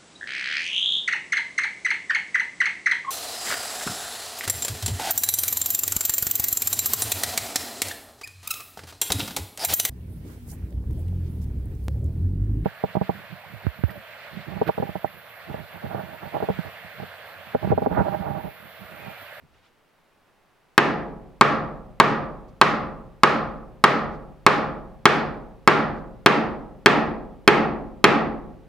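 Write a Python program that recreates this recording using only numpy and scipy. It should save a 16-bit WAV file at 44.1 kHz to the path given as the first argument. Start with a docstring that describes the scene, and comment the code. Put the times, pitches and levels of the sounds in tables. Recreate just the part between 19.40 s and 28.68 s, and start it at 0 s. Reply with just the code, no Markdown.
"""Mallet and peg

Faint air, low rumble, soft rustles and later small high ticks, all filtered noise; a heavy mallet drives
a wooden peg into a timber frame, thirteen blows, close up. Each blow is a crack, a contact and short peg
modes, with slow waves through the building and a dense noise tail for the bare room, all coloured by its
push. The tone hardens as the peg seats, and loud peaks overload the recorder."""
import sys
import numpy as np
from scipy import signal
from scipy.fft import rfft, irfft
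from scipy.io import wavfile

SR = 44100
rng = np.random.default_rng(int(sys.argv[2]) if len(sys.argv) > 2 else 0)


def unload_audio(sound):
    """Save the sound as a 16-bit wav file, at the path given as the first command line argument."""
    columns = np.transpose(np.atleast_2d(sound))
    # keep every value between -1 and 1, then stretch to whole-number steps
    steps = np.round(np.clip(columns, -1, 1) * 32767)
    wavfile.write(sys.argv[1], SR, steps.astype(np.int16))


N = 409248

# likeness of diffuse sound at the two microphones: (frequency [Hz], correlation [0-1])
LIKENESS = [(50, 0.1), (300, 0.6), (1200, .8), (3000, 0.7), (8000, 0.6)]
# tint of the still air in the house: (frequency [Hz], relative density [dB per Hz])
AIR_TINT = [(20, 9), (60, 1.5), (150, 5.5), (300, 4.5), (800, 4.5), (1600, 0), (2500, -4), (4000, -10.5),
            (7000, -18), (11000, -19), (16000, -22)]
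AIR_DB = -62  # before the final balance
# faint low rumble at the start, soft rustles, later small high ticks:
# (time [s], length [s], level before fades [dB], low edge [Hz], high edge [Hz])
SMALL_NOISES = [(.005, 0.073, -53, 35, 189), (0.019, .26, -63, 25, 110), (0.093, 0.15, -64.5, 800, 3500),
                (0.196, 0.12, -62, 1000, 3700), (0.809, 0.14, -67, 300, 1800),
                (3.072, .04, -70, 3560, 6500), (4.693, 0.095, -63, 2550, 5000),
                (6.544, 0.075, -66, 2480, 5000)]
# the blows: (time [s], strength [dB], tightness of the peg [0-1], extra treble of a square hit [dB])
BLOWS = [(1.379, -2, .68, -1), (2.0111, 0, 0.11, -2.5), (2.6, -0.3, .08, -2), (3.2138, -0.9, 0.08, 2.1),
         (3.8343, -0.5, 0.14, 1), (4.4398, -0.2, 0.17, 0.5), (5.0648, -0.15, 0.15, 0.5),
         (5.6553, -0.74, .35, 4), (6.2757, 1.1, 0.3, -1.3), (6.8611, -0.67, 0.86, 0.5),
         (7.46, 0.3, 0.86, 0.1), (8.077, 0.85, 1, -3), (8.6418, 1, 0.93, -1.3)]
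# spectrum of the mallet's push; a tight peg passes on more thud and clack:
# (frequency [Hz], level when loose [dB], level when tight [dB])
PUSH = [(140, -1.5, -1.5), (290, -3, 3.5), (400, -0.5, 4.5), (560, 1, -0.36), (735, -0.1, 2),
        (1130, 4.5, 3.94), (1800, -1.67, 3), (4530, -3.5, -2)]
TREBLE_HZ = 3000  # a square hit is brighter above here
# modes of peg, mallet and post before scatter:
# (frequency [Hz], level when loose [dB], level when tight [dB], t60 [s])
PEG_MODES = [(244, -22.5, -26.5, 0.05), (334.9, -16.5, -15, 0.13), (415, -20, -17.5, 0.15),
             (510.2, -19.5, -26, 0.14), (582.6, -11.5, -9.5, 0.049), (698, -17.5, -14.5, 0.056),
             (916.5, -14, -19.5, 0.069), (996, -17, -15, 0.039), (1116, -2, -4.5, 0.013),
             (1183, -9, -3, 0.0087), (1261, -16, -6, 0.022), (1582, -5, -13, 0.043),
             (1680, 0.5, -10, 0.024), (1816, 4, -8, 0.018), (2203, 3, 4.2, 0.012), (2392, -15, -4.5, 0.024),
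             (2476, -13, -1.5, 0.019), (3236, -14.5, -10, 0.031), (4200, -16.5, -9, 0.027)]
CONTACT_LOOSE_HZ, CONTACT_TIGHT_HZ = 1090, 1894  # the contact stiffens as the peg binds
# echoes from the nearest boards: (delay [s], level [dB])
ECHOES = [(.0046, -14), (.0096, -15), (0.0177, -25.5), (0.0207, -25.5)]
POST_HZ, POST_DB, POST_T60 = 147.7, -26, 0.8  # the post's own boom; t60 in s
# bending waves of walls and floor: (frequency [Hz], first swell's level [dB], time from the crest at which the
# swell has fallen by about 8 dB [s])
FRAME_WAVES = [(26, -46.5, .12), (45.7, -41.5, 0.22), (67, -41, .05), (155.6, -38, 0.12),
               (222.4, -26, 0.054), (290, -21.5, 0.015), (331, -38.5, 0.16), (397, -33, 0.031),
               (533, -38, 0.2), (735, -41, .11), (833, -35, .16)]
TRIP_HZ, TRIP_S = 100, 0.2  # a wave of this pitch makes one round trip of the building in this time
TRIP_LOSS_DB = 12.5  # lost on each further trip
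# the room's ring: (frequency [Hz], relative level [dB], t60 once the feeding ends [s])
ROOM_RING = [(30, -24.5, 1.6), (95, -21, 2.3), (140, -7, 1.4), (303, -4, 0.94), (483, -2.5, 0.87),
             (830, -2.5, 0.71), (1400, -9, 0.54), (1730, -10.5, 0.48), (2370, -16, 0.43),
             (2900, -18.5, 0.38), (4680, -26, .39), (8450, -43, 0.22), (12000, -54, 0.3), (17000, -65, .2)]
EDGE_HZ = 16400  # top of the recorder's band


def amp(db):
    """Decibels to gain."""
    return 10 ** (np.asarray(db) / 20)


def read(freqs, values, hz):
    """A curve drawn on a log-frequency axis."""
    return np.interp(np.log(hz + 1), np.log(np.asarray(freqs) + 1), values)


def add(mix, s, sound):
    """Mixes a sound into a stereo bed at time s."""
    part = mix[:, max(round(s * SR), 0):][:, :sound.shape[-1]]
    part += sound[..., :part.shape[1]]


def band(x, lo_hz, hi_hz):
    """A gentle band-pass."""
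    edges = [lo_hz, min(hi_hz, SR / 2 - 1)]
    return signal.sosfilt(signal.butter(2, edges, "band", fs=SR, output="sos"), x)


def causal(freqs, db, size=2048):
    """The shortest causal pulse with this spectrum, by minimum phase."""
    log_gain = np.log(amp(read(freqs, db, abs(np.fft.fftfreq(size, 1 / SR)))))
    spectrum = np.exp(np.conj(signal.hilbert(log_gain)))
    return np.fft.ifft(spectrum).real[:size // 2]


def diffuse(size):
    """White noise from all sides, partly alike at two close microphones."""
    a, b = rfft(rng.standard_normal((2, size)))
    same = np.clip(read(*np.transpose(LIKENESS), np.fft.rfftfreq(size, 1 / SR)), 0, 1)
    mid = a * np.sqrt((1 + same) / 2)
    side = b * np.sqrt((1 - same) / 2)
    return irfft(np.array([mid + side, mid - side]), size)


def air():
    """The steady hush of the house: diffuse noise, tinted."""
    tint = amp(read(*np.transpose(AIR_TINT), np.fft.rfftfreq(N, 1 / SR)))
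    hush = irfft(rfft(diffuse(N)) * tint, N)
    return amp(AIR_DB) * hush / hush.std()


def small_noises():
    """Low rumble at the start, soft rustles and later high ticks: swells of band-limited noise."""
    mix = np.zeros((2, N))
    for s, length_s, db, lo_hz, hi_hz in SMALL_NOISES:
        noise = band(diffuse(SR), lo_hz, hi_hz)[:, :int(length_s * SR)]
        swell = np.hanning(noise.shape[1])
        add(mix, s, amp(db) * noise / noise.std() * swell)
    return mix


def push(strength_db, tight, treble_db):
    """The force of one blow, coloured by how firmly the peg resists and how squarely it is hit."""
    hz, loose_db, tight_db = np.transpose(PUSH)
    treble = hz ** 2 / (hz ** 2 + TREBLE_HZ ** 2)
    colour_db = loose_db + tight * (tight_db - loose_db)
    return causal(hz, strength_db + colour_db + treble_db * treble)


def peg(tight, contact_hz, contact_db=10, contact_t60=0.006, scatter_db=1, detune=0.0031,
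        crack_db=-3, crack_t60=0.02, radiate_hz=170):
    """Wood on wood: stiff contact, crack of crushed fibres, short modes that rebalance as the peg seats."""
    t = np.arange(SR // 6) / SR
    hz, loose_db, tight_db, t60 = np.transpose(PEG_MODES)[:, :, None]
    spot, stretch = rng.standard_normal((2, len(PEG_MODES), 1))  # no two blows land on the same spot
    level_db = loose_db + tight * (tight_db - loose_db) + scatter_db * spot
    mode_hz = hz * (1 + detune * stretch)
    ring = (amp(level_db - 60 * t / t60) * np.sin(2 * np.pi * mode_hz * t)).sum(0)
    contact = amp(contact_db - 60 * t / contact_t60) * np.sin(2 * np.pi * contact_hz * t)
    fibres = band(rng.standard_normal(len(t)), lo_hz=1500, hi_hz=3800)
    onset = 1 - np.exp(-t / 0.0007)
    crack = fibres / fibres.std() * amp(crack_db - 60 * t / crack_t60) * onset
    return -band(ring + contact + crack, radiate_hz, 15000)  # so small a source radiates little bass


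def nearby(x, echo_hz=3000, echo_lag_s=0.00008):
    """The straight path reaches the left microphone first; duller board echoes come from further aside."""
    size = 2 * len(x)
    hz = np.fft.rfftfreq(size, 1 / SR)
    # a small random spread, blow to blow, in the lag between the two microphones
    lag_s = rng.uniform(0.00002, 0.000042)
    echoes = sum(amp(db) * np.exp(-2j * np.pi * hz * s) for s, db in ECHOES)
    echoes = echoes / (1 + 1j * hz / echo_hz)
    left = 1 + echoes
    right = np.exp(-2j * np.pi * hz * lag_s) + echoes * np.exp(-2j * np.pi * hz * echo_lag_s)
    return irfft(rfft(x, size) * np.array([left, right]), size)[:, :len(x)]


def frame(count=3):
    """The post booms first; bending waves cross the building and return, the deepest slowest."""
    t = np.arange(SR) / SR
    waves = amp(POST_DB - 60 * t / POST_T60) * np.sin(2 * np.pi * POST_HZ * t)
    for hz, db, width_s in FRAME_WAVES:
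        trip_s = TRIP_S * np.sqrt(TRIP_HZ / hz)
        for k in range(count):
            away = (t - (k + 1) * trip_s) / width_s
            swell = amp(db - k * TRIP_LOSS_DB) / np.cosh(1.55 * away)
            waves = waves + swell * np.sin(2 * np.pi * (hz * t + rng.random()))
    return waves * (1 - np.exp(-t / 0.017))


def room(hold_s=0.12, build_s=0.006):
    """Dense reflections; shaking boards feed them at first, then each band dies at its own speed."""
    size = 3 * SR // 2
    hz, t, z = signal.stft(diffuse(size), SR, nperseg=1024, noverlap=768)
    freqs, db, t60 = np.transpose(ROOM_RING)
    age = np.hypot(t, hold_s) - hold_s  # starts slowly, then runs with the clock
    z = z * amp(read(freqs, db, hz)[:, None] - 60 * age / read(freqs, t60, hz)[:, None])
    tail = signal.istft(z, SR, nperseg=1024, noverlap=768)[1][:, :size]
    return tail * (1 - np.exp(-(np.arange(size) / SR / build_s) ** 2))


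def hammering(peg_db=1, frame_db=0.9, room_db=0, ring_in_room_db=-42, fresh=0.45, shake_db=0.5):
    """Each push drives peg, frame and room; the reflections drift as the peg and the arm move."""
    mix, waves, first, last = np.zeros((2, N)), frame(), room(), room()
    for s, strength_db, tight, treble_db in BLOWS:
        contact_hz = CONTACT_LOOSE_HZ + tight * (CONTACT_TIGHT_HZ - CONTACT_LOOSE_HZ)
        knock = peg(tight, contact_hz)
        drift = s * SR / N
        shared = np.sqrt(1 - drift) * first + np.sqrt(drift) * last
        tail = np.sqrt(1 - fresh) * shared + np.sqrt(fresh) * room()  # fresh: share new to this blow
        sound = amp(room_db) * tail
        add(sound, 0, amp(ring_in_room_db) * signal.fftconvolve(tail, knock[None], axes=1))
        add(sound, 0, amp(peg_db) * nearby(knock))
        add(sound, 0, amp(frame_db + shake_db * tight) * waves)  # a tight peg shakes the building more
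        force = push(strength_db, tight, treble_db)
        add(mix, s, signal.fftconvolve(sound, force[None], axes=1))
    return mix


def scene(left_db=-1.0, right_db=-0.46):
    """Still air, small noises and blows, with a little more gain on the right."""
    return (air() + small_noises() + hammering()) * amp([[left_db], [right_db]])


def record(dry, couple_hz=90):
    """The overloaded input flattens peaks, adding harshness but little bass; then the band limit."""
    fine = signal.resample_poly(dry, 2, 1, axis=1)  # clip at double rate
    flat = signal.resample_poly(np.clip(fine, -0.98, 0.98), 1, 2, axis=1)
    high_pass = signal.butter(1, couple_hz, "high", fs=SR, output="sos")
    harsh = signal.sosfilt(high_pass, flat - dry)
    band_limit = signal.firwin(255, EDGE_HZ, window=("kaiser", 8), fs=SR)
    return signal.oaconvolve(dry + harsh, band_limit[None], "same")


dry = scene()
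out = record(dry)
unload_audio(out)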